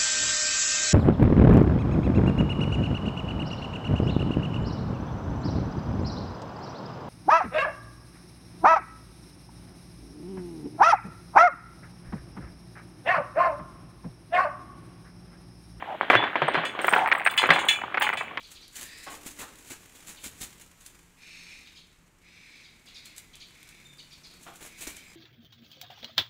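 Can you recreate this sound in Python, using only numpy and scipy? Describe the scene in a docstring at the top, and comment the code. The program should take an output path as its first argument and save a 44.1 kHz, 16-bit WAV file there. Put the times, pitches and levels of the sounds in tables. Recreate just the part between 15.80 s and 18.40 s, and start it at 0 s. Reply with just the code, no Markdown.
"""A steel frame hung with chains is jostled up close, outdoors on a dirt building site.
Its loose joints knock and chatter; heavy knocks set the frame and its tubes ringing, and the loudest
overload the microphone. Hooks clank on their bars, small chain links tink against each other,
and metal rubs now and then. Under it all lies a bed of low outdoor rumble."""
import sys
import numpy as np
from scipy import signal
from scipy.fft import rfft, irfft
from scipy.io import wavfile
from scipy.ndimage import uniform_filter1d, minimum_filter1d

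SR = 44100
rng = np.random.default_rng(int(sys.argv[2]) if len(sys.argv) > 2 else 0)


def wav_out(sig):
    """Save sig, one row per channel (or a flat mono array), as 16-bit PCM at SR to the path in sys.argv[1]."""
    wavfile.write(sys.argv[1], SR, np.round(np.clip(np.atleast_2d(sig).T, -1, 1) * 32767).astype(np.int16))


N = 114660
TIME = np.arange(N) / SR

# colour of the outdoor rumble and hiss: (frequency [Hz], relative density [dB])
AIR_SPECTRUM = [(25, -46), (70, -2), (300, 0), (800, -2.5), (3300, -7), (4800, -33.5), (15500, -37)]
# strokes of metal on metal: (start [s], length [s], level [dB], low edge [Hz], high edge [Hz])
RUB_STROKES = [(0.069, 0.096, -33.5, 610, 900), (1.109, 0.18, -24, 740, 930),
               (0.988, 0.28, -52.5, 2600, 8900)]
# small links touch: (time [s], lowest mode level [dB], upper modes level [dB])
LINK_HITS = [(0.681, -47, -64), (1.015, -34, -45), (1.045, -37, -42), (1.0677, -44, -30), (1.091, -25, -41),
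             (1.125, -34, -42), (1.18, -37.5, -48), (1.274, -50, -40), (1.334, -43, -47),
             (1.355, -46.5, -49), (1.381, -40.5, -45), (1.448, -37, -39), (1.467, -38, -49),
             (1.5107, -42, -34), (1.537, -63, -46), (1.569, -43, -38), (1.668, -41, -39), (1.851, -39, -52),
             (1.8814, -36, -31.5), (2.198, -42, -38), (2.222, -42, -31), (2.335, -41, -45)]
# a link's ping: (frequency [Hz], relative level [dB])
LINK_PARTIALS = [(8560, 5), (10400, -2), (12400, -7.5), (15620, 4)]
# hooks hit their bars: (time [s], ring [dB], shimmer [dB], crash [dB], favoured frequency [Hz])
HOOK_HITS = [(0.736, -30, -68, -43.5, 3600), (0.852, -33, -56, -31.5, 3740), (1.498, -37.5, -63, -39, 3770),
             (1.5768, -19.5, -41, -19.5, 3670), (1.705, -26, -66, -34.5, 3000),
             (1.734, -29, -51, -28, 3860), (1.7899, -38.5, -48, -30.5, 3020),
             (1.886, -18, -36, -21.5, 3080), (2.22, -25.5, -46, -24, 2430), (2.372, -32.5, -52, -33, 2870)]
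# a hook's ring: (frequency [Hz], relative level [dB], t60 [s])
HOOK_PARTIALS = [(1675, -4, .18), (1830, -2, .11), (2300, -8, .45), (2401, -8, .38), (2611, -6, .33),
                 (2955, -7, .4), (3461, -3, .24), (4105, -11, .2), (4850, -16, .18), (5730, -22, .22)]
# the chain's shimmer: (frequency [Hz], relative level [dB])
SHIMMER_PARTIALS = [(6424, -6), (6565, -10), (6677, -3), (6831, -8), (7005, -10), (7263, -5), (7542, -6),
                    (8400, -6), (10400, -9), (15570, -8)]
# colour of a clank's short crash: (frequency [Hz], relative density [dB])
CRASH_SPECTRUM = [(300, -37), (1200, -10), (1800, 5.5), (3300, 4), (4300, -11), (5500, -25), (8500, -10.5),
                  (15500, -45.5)]
# fader curve of the fine rattle between knocks: (time [s], level [dB])
RATTLE_CURVE = [(0, -45), (.27, -51), (.4, -29), (.8, -48), (1.05, -38.5), (1.22, -30), (1.4, -32),
                (1.85, -34), (2.1, -43.5), (2.28, -34), (2.45, -43)]
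# single tones that swell and fade after loud knocks: (time [s], frequency [Hz], level [dB])
TONE_SWELLS = [(0.353, 117, -24), (.367, 3426, -17), (.415, 3464, -23.5), (0.62, 149, -24.5),
               (0.769, 165.3, -28.5), (1.696, 164, -21), (2.221, 845, -20)]
# colour of the frame's dense ringing: (frequency [Hz], relative density [dB])
FRAME_SPECTRUM = [(70, -29), (150, -7), (400, -0.5), (750, -5), (1850, 0.5), (2600, -7.5), (3300, -6.5),
                  (4200, -22.5), (5500, -47), (15000, -56)]
# hollow notes of the frame's tubes: (frequency [Hz])
TUBE_NOTES = [381.4, 539, 750, 1116]
# the microphone overloads: (time [s], crackle level [dB], crackle t60 [s], thump level [dB])
OVERLOADS = [(0.301, -32.5, 0.18, -43), (.352, -21, 0.0069, -38), (1.7045, -24, 0.044, -48)]
# dead resonances behind thud, knock and clack: (low edge [Hz], high edge [Hz])
JOINT_BANDS = [(230, 596), (690, 1282), (1500, 2450)]
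# joints knock, at relative levels: (time [s], chatter length [ms], thud [dB], knock [dB], clack [dB])
JOINT_HITS = [(0.0242, 5, -44, -27, -32), (.211, 0.57, -28, -14.5, -23.5), (.231, 2.5, -35, -23.5, -46),
              (0.2821, 2.8, -41, -36, -46), (0.3, 7.5, -15, -9, -6.5), (.331, 24, -30, -10.5, -11),
              (0.352, 3.6, -19.5, -13, -10), (.359, 13, -26.5, -29, -13), (0.426, 24, -29, -18, -31),
              (0.4385, 11, -27.5, -21.5, -20.5), (0.5554, 11, -24, -16, -18.5),
              (0.6189, 9.7, -21, -14, -18.5), (.681, 8.5, -23.5, -12.5, -27),
              (0.7447, 3.5, -25, -23.5, -19.5), (0.752, 12.3, -25, -19, -18.5),
              (0.776, 26, -23, -19.5, -27), (.835, 28, -33, -21.5, -25), (.95, 5.5, -33.5, -29, -43),
              (0.9901, 6.7, -25.5, -34, -24.5), (1.044, 7.6, -25, -20, -19.5),
              (1.0815, 7.9, -33, -12.5, -13.5), (1.1144, 2.1, -46, -36, -41), (1.126, 21, -22.5, -14, -36),
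              (1.1354, 8.4, -27.5, -17, -9), (1.162, 3.6, -24, -12.5, -37),
              (1.2747, 5.6, -37, -20.5, -20.5), (1.3155, 6.6, -33.5, -21, -10.5),
              (1.323, 6.9, -31.5, -33, -8), (1.3499, 6.6, -38, -20, -22), (1.463, 5.7, -46, -17, -10.5),
              (1.4719, 6.8, -67, -18, -10), (1.6174, 5.5, -57, -23.5, -22), (1.6301, 4.4, -24, -24, -18.5),
              (1.6381, 5, -23.5, -14.5, -16.5), (1.6588, 2.1, -46, -49, -18.5),
              (1.6902, 7.6, -19.5, -15.5, -18), (1.7046, 6.6, -20, -13, -3), (1.717, 20, -24.5, -13.5, -13),
              (1.7598, 7.8, -34, -16, -17.5), (1.7841, 10, -39, -19, -20), (1.84, 9.1, -30.5, -27, -28),
              (2.016, 4.8, -58, -27, -27.5), (2.0373, 5.2, -35, -23, -55), (2.1433, 11.4, -37, -24, -19),
              (2.1728, 8.6, -33, -17.5, -15.5), (2.2107, 12, -37.5, -22, -17.5),
              (2.2215, 7.5, -64, -16, -29), (2.267, 2.5, -49, -25, -18), (2.2731, 5.7, -46, -25, -21.5),
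              (2.291, 2.6, -39, -25, -16.5), (2.2995, 3.9, -51, -22, -24), (2.329, 14, -37.5, -24, -19),
              (2.4082, 8.5, -42, -22.5, -27), (2.5734, 6.8, -36, -32, -19.5)]

AIR_DB, KNOCK_DB, FRAME_DB, TUBE_DB = -45.5, -6.5, -5, -14.5
CUTOFF_HZ, JOINT_TOP_HZ, ATTACK_S = 15900, 4400, 0.0007
LINK_DETUNE, LINK_SPREAD_DB, LINK_TAIL_DB, TICK_DB = 0.0294, 4, -19, -2
BOUNCE_S, BOUNCE_DB = 0.029, -12
FAVOUR_DB_PER_OCTAVE, NEIGHBOUR_DETUNE, NEIGHBOUR_DB, STRIKE_SPREAD_DB = 11, 0.0126, -3, 2.5
SHIMMER_T60_S = 0.26
FRAME_LOWEST_HZ, FRAME_SPLIT_HZ, TUBE_SPREAD_DB = 81, 550, 4
CRACKLE_TOP_HZ, THUMP_HZ = 3430, 55
CHATTER_DB, CHATTER_SPREAD_DB = -19.5, 5


def from_db(db):
    return 10 ** (np.asarray(db) / 20)


def rms_one(x):
    return x / np.sqrt(np.mean(x ** 2) + 1e-20)


def add(track, s, sound):
    """Mixes a sound in at time s."""
    i = max(int(s * SR), 0)
    track[i:i + len(sound)] += sound[:max(N - i, 0)]


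def butter(x, hz, kind, order=2):
    sos = signal.butter(order, np.clip(hz, 10, .45 * SR), kind, fs=SR, output="sos")
    return signal.sosfilt(sos, x + 1e-18)


def attack(size=N, rise_s=ATTACK_S):
    return 1 - np.exp(-TIME[:size] / rise_s)


def decay(t60, size=N):
    return from_db(-60 * TIME[:size] / t60)


def noise(spectrum):
    """Steady noise of the given colour; rms 1."""
    hz, db = np.transpose(spectrum)
    bins_hz = np.maximum(np.arange(N // 2 + 1) * SR / N, 1)
    colour = from_db(np.interp(np.log(bins_hz), np.log(hz), db))
    return rms_one(irfft(rfft(rng.standard_normal(N)) * colour, N))


def clicks(per_s, spread_db):
    """Random contacts of uneven size."""
    impulses = (rng.random(N) < per_s / SR) * rng.choice([-1, 1], N)
    return impulses * from_db(spread_db * np.minimum(rng.exponential(1, N), 4))


def sine(hz, size):
    """A tone with a random starting phase."""
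    return np.sin(2 * np.pi * (hz * TIME[:size] + rng.random()))


def partial(hz, t60, size=N):
    """One dying mode."""
    return sine(hz, size) * decay(t60, size)


def scatter(spectrum, low_hz, count, size):
    """Many partials at random pitches under a spectrum; rms 1."""
    hz, db = np.transpose(spectrum)
    pitches = low_hz + (CUTOFF_HZ - low_hz) * (np.arange(count) + rng.random(count)) / count
    return rms_one(sum(from_db(np.interp(f, hz, db)) * sine(f, size) for f in pitches))


def air():
    """The bed: steady outdoor rumble with a little hiss."""
    return from_db(AIR_DB) * noise(AIR_SPECTRUM)


def rubs():
    """Uneven slips feed a resonance under a swelling stroke: low on the frame, gritty along the chain."""
    out = np.zeros(N)
    for s, length, db, low_hz, high_hz in RUB_STROKES:
        slips = rms_one(butter(clicks(per_s=3700, spread_db=3.5), [low_hz, high_hz], "band"))
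        progress = np.clip((TIME - s) / length, 0, 1)
        out += from_db(db) * slips * np.sqrt(np.abs(np.sin(np.pi * progress)))
    return out


def link_tinks(size=8000):
    """Links touch and bounce three times: a bright tick, a damped ping of varying pitch, a faint tail."""
    out = np.zeros(N)
    for s, low_db, top_db in LINK_HITS:
        for delay in [0, *BOUNCE_S * rng.exponential(size=3)]:
            tick = scatter(LINK_PARTIALS, low_hz=7080, count=12, size=size) * decay(t60=0.04, size=size)
            tink = from_db((low_db + top_db) / 2 + TICK_DB) * tick
            for k, (hz, db) in enumerate(LINK_PARTIALS):
                pitches = hz * (1 + LINK_DETUNE * rng.uniform(-1.02, 1, size=2))
                ping = sum(partial(f, t60=0.031, size=size) for f in pitches) / 2
                tail = from_db(LINK_TAIL_DB) * partial(hz, t60=0.2, size=size)
                mode_db = db + (top_db if k else low_db) + LINK_SPREAD_DB * rng.standard_normal()
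                tink += from_db(mode_db) * (ping + tail)
            add(out, s + delay, from_db(BOUNCE_DB if delay else 0) * tink * attack(size))
    return out


def struck_metal(modes, size, favoured_hz=None):
    """Each mode beats against three neighbouring pieces; those far from a favoured pitch are softer."""
    out = np.zeros(size)
    for hz, db, t60 in modes:
        loss_db = FAVOUR_DB_PER_OCTAVE * abs(np.log2(hz / favoured_hz)) if favoured_hz else 0
        pitches = hz * (1 + NEIGHBOUR_DETUNE * rng.uniform(-0.947, 1, size=3))
        neighbours = from_db(NEIGHBOUR_DB) * sum(partial(f, t60, size) for f in pitches)
        gain = from_db(db - loss_db + STRIKE_SPREAD_DB * rng.standard_normal())
        out += gain * (partial(hz, t60, size) + neighbours)
    return out * attack(size)


def hook_clanks(size=30000):
    """A hook lands on its bar: a short crash, the hook's ring and the chain's shimmer."""
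    out, crash_noise = np.zeros(N), noise(CRASH_SPECTRUM)
    shimmer_modes = [(hz, db, SHIMMER_T60_S) for hz, db in SHIMMER_PARTIALS]
    for s, hook_db, shimmer_db, crash_db, favoured_hz in HOOK_HITS:
        wash = np.roll(crash_noise, rng.integers(N))[:size] / 2
        clang = scatter(CRASH_SPECTRUM, low_hz=1200, count=45, size=size)
        crash = from_db(crash_db) * (wash + clang) * decay(t60=0.2, size=size)
        ring = from_db(hook_db) * struck_metal(HOOK_PARTIALS, size, favoured_hz)
        shimmer = from_db(shimmer_db) * struck_metal(shimmer_modes, size)
        add(out, s, crash + ring + shimmer)
    return out


def joint_rattle(joints=9, contacts_per_s=980):
    """Countless small contacts in the loose joints, each joint with a short resonance of its own."""
    grains = np.zeros(N)
    for hz in np.geomspace(704, 2210, joints):
        contacts = clicks(contacts_per_s / joints, spread_db=5.5)
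        grains += rms_one(butter(contacts, [0.92 * hz, 1.21 * hz], "band"))
    fader = from_db(np.interp(TIME, *np.transpose(RATTLE_CURVE)))
    return fader * rms_one(butter(grains, JOINT_TOP_HZ, "low", order=4))


def tone_swells():
    """Single tones swell and fade: low booms and a high hook ring returning after the loud knocks."""
    out = np.zeros(N)
    for s, hz, db in TONE_SWELLS:
        add(out, s, from_db(db) * partial(hz, t60=0.17) * attack(rise_s=0.0054))
    return out


def mic_overload():
    """Overload crackle and a low thump as the loudest knocks distort the microphone."""
    out = np.zeros(N)
    thump = np.sin(2 * np.pi * THUMP_HZ * TIME) * decay(t60=2 / THUMP_HZ)
    for s, crackle_db, t60, thump_db in OVERLOADS:
        crackle = butter(rng.standard_normal(N), CRACKLE_TOP_HZ, "low", order=1) * decay(t60)
        add(out, s, from_db(crackle_db) * crackle + from_db(thump_db) * thump)
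    return out


def frame_ring():
    """Heavier thuds ring the frame's many close modes harder; its tubes answer differently each time."""
    blows, tubes, modes = np.zeros(N), np.zeros(N), noise(FRAME_SPECTRUM)
    for s, _, thud_db, _, _ in JOINT_HITS:
        add(blows, s, from_db([thud_db + FRAME_DB]))
        for hz in TUBE_NOTES:
            note_db = thud_db + TUBE_DB + TUBE_SPREAD_DB * rng.standard_normal()
            add(tubes, s, from_db(note_db) * partial(hz, t60=0.14, size=SR // 2))
    lows = butter(modes, FRAME_SPLIT_HZ, "low") * decay(t60=0.43)
    highs = butter(modes, FRAME_SPLIT_HZ, "high") * decay(t60=0.4)
    response = (lows - highs) * attack()  # flipped polarity avoids a notch at the crossover
    ringing = signal.fftconvolve(blows, response)[:N]
    return butter(tubes + ringing, FRAME_LOWEST_HZ, "high")


def joint_knocks(size=3000):
    """A first contact and a burst of chatter excite three dead resonances: thud, knock and clack."""
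    out, t = np.zeros(N), TIME[:size]
    trim = np.sqrt(.009 / t[-1])  # gives each band the energy of 9 ms at its level
    for s, chatter_ms, *band_dbs in JOINT_HITS:
        chatter = rng.standard_normal(size)
        chatter *= from_db(CHATTER_DB + CHATTER_SPREAD_DB * rng.standard_normal(size))
        force = chatter * np.exp(-(t * 1000 / chatter_ms) ** 2)
        force[0] += 1  # the first contact
        body = np.zeros(size)
        for k, (db, band) in enumerate(zip(band_dbs, JOINT_BANDS)):
            body += (-1) ** k * from_db(db) * rms_one(butter(force, band, "band"))
        add(out, s, trim * butter(body, JOINT_TOP_HZ, "low"))
    return from_db(KNOCK_DB) * out


def scene():
    """Mono mix: impacts and chains up front, rubs, rattle and air behind."""
    impacts = joint_knocks() + mic_overload() + frame_ring() + tone_swells()
    chains = hook_clanks() + link_tinks()
    return (impacts + chains + rubs() + joint_rattle() + air())[None]


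def record(dry):
    """A fast limiter turns down the highest peaks, and a steep low-pass cuts the very top."""
    gain = minimum_filter1d(np.minimum(1, .9 / (np.abs(dry) + 1e-9)), size=89)  # 2 ms window
    limited = dry * uniform_filter1d(gain, size=89)
    return signal.sosfilt(signal.ellip(12, .2, 80, CUTOFF_HZ, fs=SR, output="sos"), limited)


dry = scene()
out = record(dry)
wav_out(out)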